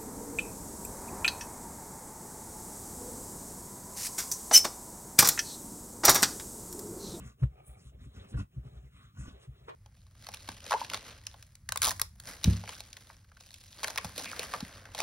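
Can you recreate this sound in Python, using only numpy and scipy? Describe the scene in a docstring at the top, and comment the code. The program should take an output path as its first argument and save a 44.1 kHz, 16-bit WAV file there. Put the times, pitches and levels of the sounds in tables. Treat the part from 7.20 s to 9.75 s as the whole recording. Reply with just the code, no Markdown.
"""Hands knead soft dough on a kitchen countertop, about one big push a second, in quiet room air.
A strong push swells the counter's low modes with a boom and a pat; then the dough is drawn back hollowly and
skin brushes flour. A second push judders and creaks, and knuckles ring the counter; after another drawing back
knuckles bump it again, and one soft pat, landing in two quick contacts, ends it. Coloured noise rubs and
hisses throughout. The sound comes from one side and reaches the left microphone a moment later."""
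import sys
import numpy as np
from scipy import signal
from scipy.fft import rfft, irfft
from scipy.io import wavfile

SR = 44100
rng = np.random.default_rng(int(sys.argv[2]) if len(sys.argv) > 2 else 0)


def generate_wav(sig):
    """Save sig (samples, or channels by samples) to the path in sys.argv[1] as 16-bit PCM at SR."""
    pcm = np.round(np.clip(np.atleast_2d(sig).T, -1, 1) * 32767).astype(np.int16)
    wavfile.write(sys.argv[1], SR, pcm)


N = 112454
T = np.arange(N) / SR   # time in seconds

# The counter's resonant modes. Each row: frequency in Hz, level in dB, time to full swing in seconds,
# 60 dB decay time of the after-ring in seconds, share of the knock (a factor).
COUNTER_MODES = [(60.87, -2.5, .037, 1, 0.045), (97.5, -16.5, 0.025, 0.11, 0),
                 (129.1, -4, 0.021, 0.29, 0.044), (185.2, -30, 0.024, 0.047, 0.67),
                 (234.8, -38, 0.026, .15, 0.99), (280.6, -32.5, 0.024, 0.15, 0.77),
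                 (358, -34.5, 0.021, 0.096, 0.19), (545, -46, 0.028, 0.12, 0.58)]
RUB_ROOM_DB = -18.5   # room tail under rubs and creaks
COLOUR_WANDER_HZ = 20   # how fast the colour of rubs and creaks drifts


def from_db(db):
    """Decibels to gain."""
    return 10 ** (np.asarray(db) / 20)


def rms_one(x):
    """Scale to unit power."""
    return x / np.sqrt(np.mean(x ** 2) + 1e-20)


def noise(colour):
    """Noise shaped by a colour curve, falling 12 dB per octave beyond its ends; rms 1."""
    hz, db = np.transpose(colour)
    f = np.maximum(np.fft.rfftfreq(N, 1 / SR), 1)
    skirts = np.minimum(f / hz[0], 1) ** 2 * np.minimum(hz[-1] / f, 1) ** 2
    curve = from_db(np.interp(np.log(f), np.log(hz), db))
    return rms_one(irfft(rfft(rng.standard_normal(N)) * skirts * curve, N))


def flutter(rate_hz):
    """Smooth random wandering, rms 1: straight lines between two random points per cycle."""
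    knots = 2 * rate_hz * T
    return rms_one(np.interp(knots, np.arange(8000), rng.standard_normal(8000)))


def swells(middles, lengths, levels_db, edge=2.12):
    """Loudness of a series of contacts, each rising and falling about its middle; edge steepens the ends."""
    power = 1e-20
    for middle, length, db in zip(middles, lengths, levels_db):
        power = power + from_db(db) ** 2 * np.exp(-np.abs(2 * (T - middle) / length) ** edge)
    return np.sqrt(power)


def at_microphones(x):
    """Sound from one side reaches the left microphone slightly later than the right."""
    left_lag_ms = 0.12
    f = np.fft.rfftfreq(2 * N, 1 / SR)
    delay = np.exp(-2j * np.pi * f * left_lag_ms * 1e-3)
    return np.array([irfft(rfft(x, 2 * N) * delay)[:N], x])


def kitchen(x):
    """A short, dull, diffuse room tail of decaying noise, different in each ear."""
    t60_s, dull_hz, build_s = 0.18, 3000, 0.006
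    t = T[:SR // 2]
    tail = rng.standard_normal((2, len(t))) * from_db(-60 * t / t60_s) * np.minimum(t / build_s, 1)
    tail = signal.sosfilt(signal.butter(1, dull_hz, fs=SR, output="sos"), tail)
    tail = rms_one(tail) / np.sqrt(len(t))
    return signal.fftconvolve(x[None], tail, axes=1)[:, :N]


def thumps():
    """Each press swells the counter's modes, the deepest last, and leaves a faint after-ring."""
    # Dough pressed on the counter. Each row: start in seconds, level in dB, extra bass in dB,
    # extra knock in dB (weighted by each mode's share).
    presses = [(-0.010, -45.5, 1, 20.5), (0.037, -39, -6.5, 8.5), (0.213, -14, -10.5, -5.5),
               (0.304, -53.5, 7.5, 16), (0.469, -45.5, 5.5, -22), (0.642, -43.5, 0, 0),
               (0.723, -50, 4.5, -5), (0.779, -47.5, 3.5, -13), (0.846, -42, -3, 20), (0.949, -48, 4.5, 22),
               (1.131, -27, 0, 10.5), (1.172, -38.5, 4.5, 25.5), (1.355, -29.5, -5.5, 4),
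               (1.441, -37, -12.5, -4), (1.512, -43.5, -7.5, -6), (1.546, -45, 5.5, -10),
               (1.626, -44, -2, 4), (1.722, -54.5, 3, 19), (1.827, -50.5, -1.5, -21),
               (1.976, -34, -1.5, 12.5), (2.108, -57, 10, 7), (2.267, -36, -5.5, -0.5),
               (2.398, -48, -3.5, -4)]
    swell_power, after_ring_db, bass_below_hz, left_louder_db = 4.6, -22, 85, 0.5
    out = np.zeros(N)
    for start, db, bass_db, knock_db in presses:
        span = (T > start) & (T < start + .5)
        t = T[span] - start
        for hz, mode_db, rise, t60, knock_share in COUNTER_MODES:
            swell = (t / rise * np.exp(1 - t / rise)) ** swell_power
            decay = np.exp(-np.log(1000) * np.maximum(t - rise, 0) / t60)
            after_ring = from_db(after_ring_db) * np.minimum(t / rise, 1) ** 2 * decay
            gain = from_db(db + mode_db + bass_db * (hz < bass_below_hz) + knock_db * knock_share)
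            out[span] += gain * (swell + after_ring) * np.sin(2 * np.pi * hz * t)
    return at_microphones(out) * from_db([[left_louder_db / 2], [-left_louder_db / 2]])


def knocks():
    """Knuckles bump the counter through the dough; its upper modes ring and the hand damps them at once."""
    # Each row: start in seconds, level in dB before the rise and damping.
    bumps = [(0.865, -38), (1.141, -48), (1.186, -23), (1.194, -39.5), (2.063, -39), (2.080, -24.5)]
    rise_s, t60_s = 0.0045, 0.034
    out = 0
    for start, db in bumps:
        t = np.maximum(T - start, 0)
        ring = sum(share * from_db(mode_db) * np.sin(2 * np.pi * hz * t)
                   for hz, mode_db, _, _, share in COUNTER_MODES)
        ring = ring / np.abs(ring).max()
        out = out + from_db(db) * ring * np.minimum(t / rise_s, 1) * from_db(-60 * t / t60_s)
    return at_microphones(out)


def friction(colour, grain_db, grain_hz):
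    """Noise of many tiny slips, clumped by the grain; its colour wanders as the contact shifts; rms 1."""
    wander_db = 3.5
    spectrum, f = rfft(noise(colour)), np.fft.rfftfreq(N, 1 / SR)
    centres = np.geomspace(400, 15000, 14)   # overlapping bands, each wandering by itself
    out = 0
    for share in np.eye(len(centres)):
        band = irfft(spectrum * np.interp(f, centres, share), N)
        out = out + band * from_db(wander_db * flutter(COLOUR_WANDER_HZ))
    return rms_one(out * from_db(grain_db * flutter(grain_hz)))


def strokes():
    """Dough judders and drags on the top while skin rubs and flour hisses, all as shaped noise."""
    # Hand and dough moving over the top. Each row: middle in seconds, length in seconds,
    # then the levels of judder, drag, rub and hiss in dB.
    moves = [(0.006, 0.097, -47.5, -65.5, -63.5, -66), (0.077, 0.07, -58.5, -76, -65.5, -64.5),
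             (0.229, 0.059, -54.5, -66, -65.5, -70.5), (0.397, 0.13, -80.5, -69.5, -72, -83),
             (0.518, 0.094, -67.5, -76, -71, -80), (0.601, 0.058, -61, -72.5, -77, -69),
             (0.661, 0.06, -64, -75, -68.5, -68.5), (0.743, 0.037, -64.5, -68, -75.5, -94),
             (0.836, 0.08, -54.5, -73, -68, -72.5), (0.97, 0.038, -58, -69, -69, -67),
             (1.013, 0.13, -55, -64.5, -62.5, -70.5), (1.102, 0.038, -70, -67, -74, -61.5),
             (1.144, 0.031, -38, -62, -60.5, -76), (1.203, .042, -34, -63.5, -61.5, -58),
             (1.375, 0.072, -64, -72, -72.5, -80), (1.468, 0.055, -57, -65, -66.5, -73.5),
             (1.565, 0.085, -61.5, -69, -69.5, -77), (1.661, 0.055, -70, -73.5, -72.5, -76.5),
             (1.812, 0.12, -63.5, -77.5, -64, -73), (2.027, 0.09, -47.5, -80, -64, -62),
             (2.093, 0.062, -53.5, -69, -64, -64.5), (2.163, 0.056, -62, -64.5, -66.5, -80),
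             (2.235, 0.048, -102, -68, -64, -66.5), (2.435, 0.23, -77.5, -71.5, -71, -78.5)]
    # Skin quickly brushing flour. Each row: middle in seconds, length in seconds, level in dB.
    flour_brushes = [(0.477, 0.021, -55.5), (0.5, 0.068, -65.5)]
    # Colours of the friction sounds. Each row: frequency in Hz, relative level per Hz in dB.
    judder_colour = [(40, -1.5), (65, -19.5), (90, 15), (130, -5), (200, 3.5), (280, -3.5), (350, -20),
                     (600, -49)]
    drag_colour = [(250, -17.5), (330, -1), (380, 6), (500, -1.5), (650, -2.5), (1100, -18)]
    rub_colour = [(400, -17.5), (880, -19.5), (1100, 3.5), (1650, -1), (2700, 0), (4000, 0.5), (6000, -53)]
    hiss_colour = [(1500, -1.5), (4000, -2.5), (6500, 0.5), (9000, -2), (15000, -13.5)]
    brush_colour = [(4000, -42), (7000, -6), (10000, 7), (11500, 0), (16000, -2.5)]
    cling_db, cling_hz = 0.5, 35   # unevenness as the dough clings and slips
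    middle, length, judder_db, drag_db, rub_db, hiss_db = np.transpose(moves)
    judder = swells(middle, length, judder_db) * noise(judder_colour)
    drag = swells(middle, length, drag_db) * noise(drag_colour)
    # zero grain: the rub is not clumped
    rub = swells(middle, length, rub_db) * friction(rub_colour, grain_db=0.0, grain_hz=231.5)
    hiss = swells(middle, length, hiss_db) * friction(hiss_colour, grain_db=-2.0, grain_hz=500)
    slide = (drag + rub + hiss) * from_db(cling_db * flutter(cling_hz))
    brush = friction(brush_colour, grain_db=1.5, grain_hz=597)
    slide = slide + swells(*np.transpose(flour_brushes)) * brush
    return at_microphones(judder + slide) + from_db(RUB_ROOM_DB) * kitchen(slide)


def stick_slip(contacts, modes, width_hz, bunch_db):
    """Uneven bunches of slips ring narrow resonances, which shift as the contact moves."""
    slips_per_s, bunches_per_s = 670, 70
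    mode_shift = .015   # spread of the drift, as a fraction of each frequency
    happens = rng.random(N) < slips_per_s / SR
    slips = happens * rng.uniform(0.86, 1, N) * rng.choice([-1, 1], N)
    slips = rms_one(slips * from_db(bunch_db * flutter(bunches_per_s)))
    slips = slips * swells(*np.transpose(contacts))
    out, r = 0, np.exp(-np.pi * width_hz / SR)
    for hz, db in modes:
        drifting_hz = hz * (1 + mode_shift * flutter(COLOUR_WANDER_HZ))
        turn = np.exp(2j * np.pi * np.cumsum(drifting_hz) / SR)
        # shift the mode down to 0 Hz, let it ring there, and shift it back
        ring = turn * signal.lfilter([1], [1, -r], slips / turn + 1e-18)
        out = out + from_db(db) * np.sqrt(1 - r * r) * np.imag(ring)
    return at_microphones(out) + from_db(RUB_ROOM_DB) * kitchen(out)


def creaks():
    """Dough sticks and slips: the top creaks under hard pushes and scrapes hollowly in the drawing back."""
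    # Hard pushes, then drawings back. Each row: middle in seconds, length in seconds, level in dB.
    hard_pushes = [(0.072, .06, -59.5), (0.995, 0.07, -66), (1.193, 0.03, -50), (2.005, 0.065, -62),
                   (2.09, 0.05, -61)]
    draws_back = [(0.395, 0.1, -70), (0.525, 0.1, -69.5), (1.57, 0.08, -72)]
    # Resonances of the creak and of the hollow scrape. Each row: frequency in Hz, level in dB.
    creak_modes = [(715, -14), (1180, -2.5), (1450, -1), (1950, -8), (2590, -5.5)]
    hollow_modes = [(610, -3.5), (760, 1), (1230, -2), (2330, -1.5)]
    return (stick_slip(hard_pushes, creak_modes, width_hz=65, bunch_db=4)
            + stick_slip(draws_back, hollow_modes, width_hz=95, bunch_db=2.5))


def pats():
    """A palm meets the dough in a short, soft noise smack that the room answers; a flatter hand is brighter."""
    # Palm contacts; the last two make one pat. Each row: middle in seconds, length in seconds, level in dB,
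    # room tail in dB, tilt in dB per octave.
    palm_contacts = [(0.236, 0.008, -46, -20, 0), (1.146, .005, -54, -9, -0.5),
                     (2.486, 0.007, -47.5, -13, -1), (2.494, 0.009, -46.5, -7, 1.5)]
    # Colour of the smack. Each row: frequency in Hz, relative level per Hz in dB.
    smack_colour = [(150, -18.5), (330, -2), (480, 6.5), (780, -9), (1100, 2), (1400, -4), (2000, -6.5),
                    (3600, -12), (6000, -28), (16000, -42)]
    out = 0
    for middle, length, db, room_db, tilt in palm_contacts:
        tilted = [(hz, level + tilt * np.log2(hz)) for hz, level in smack_colour]
        smack = noise(tilted) * swells([middle], [length], [db], edge=1.2)
        out = out + at_microphones(smack) + from_db(room_db) * kitchen(smack)
    return out


def air():
    """The quiet kitchen: steady coloured noise."""
    # Colour of the air. Each row: frequency in Hz, relative level per Hz in dB.
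    air_colour = [(25, -22.5), (60, -4), (130, 4), (300, -22), (800, -47), (3000, -37.5), (8000, -40.5),
                  (16000, -33.5)]
    air_db = -63.5
    return from_db(air_db) * at_microphones(noise(air_colour))


def scene():
    """Everything at the two microphones."""
    return thumps() + knocks() + strokes() + creaks() + pats() + air()


def record(dry):
    """The left-right difference is raised, most in the middle range, and the top is cut steeply."""
    # Stereo widening. Each row: frequency in Hz, gain of the left-right difference in dB.
    side_gain = [(60, 2), (150, 8.5), (520, 13.5), (720, 10.5), (880, 20), (1100, 8), (2000, 0.5),
                 (4000, -2)]
    cutoff_hz = 15800
    hz, db = np.transpose(side_gain)
    f = np.maximum(np.fft.rfftfreq(2 * N, 1 / SR), 1)
    mid, side = (dry[0] + dry[1]) / 2, (dry[0] - dry[1]) / 2
    widening = from_db(np.interp(np.log(f), np.log(hz), db))
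    side = irfft(rfft(side, 2 * N) * widening)[:N]
    top_cut = signal.ellip(12, .1, 90, cutoff_hz, fs=SR, output="sos")
    return signal.sosfilt(top_cut, np.array([mid + side, mid - side]))


dry = scene()
out = record(dry)
generate_wav(out)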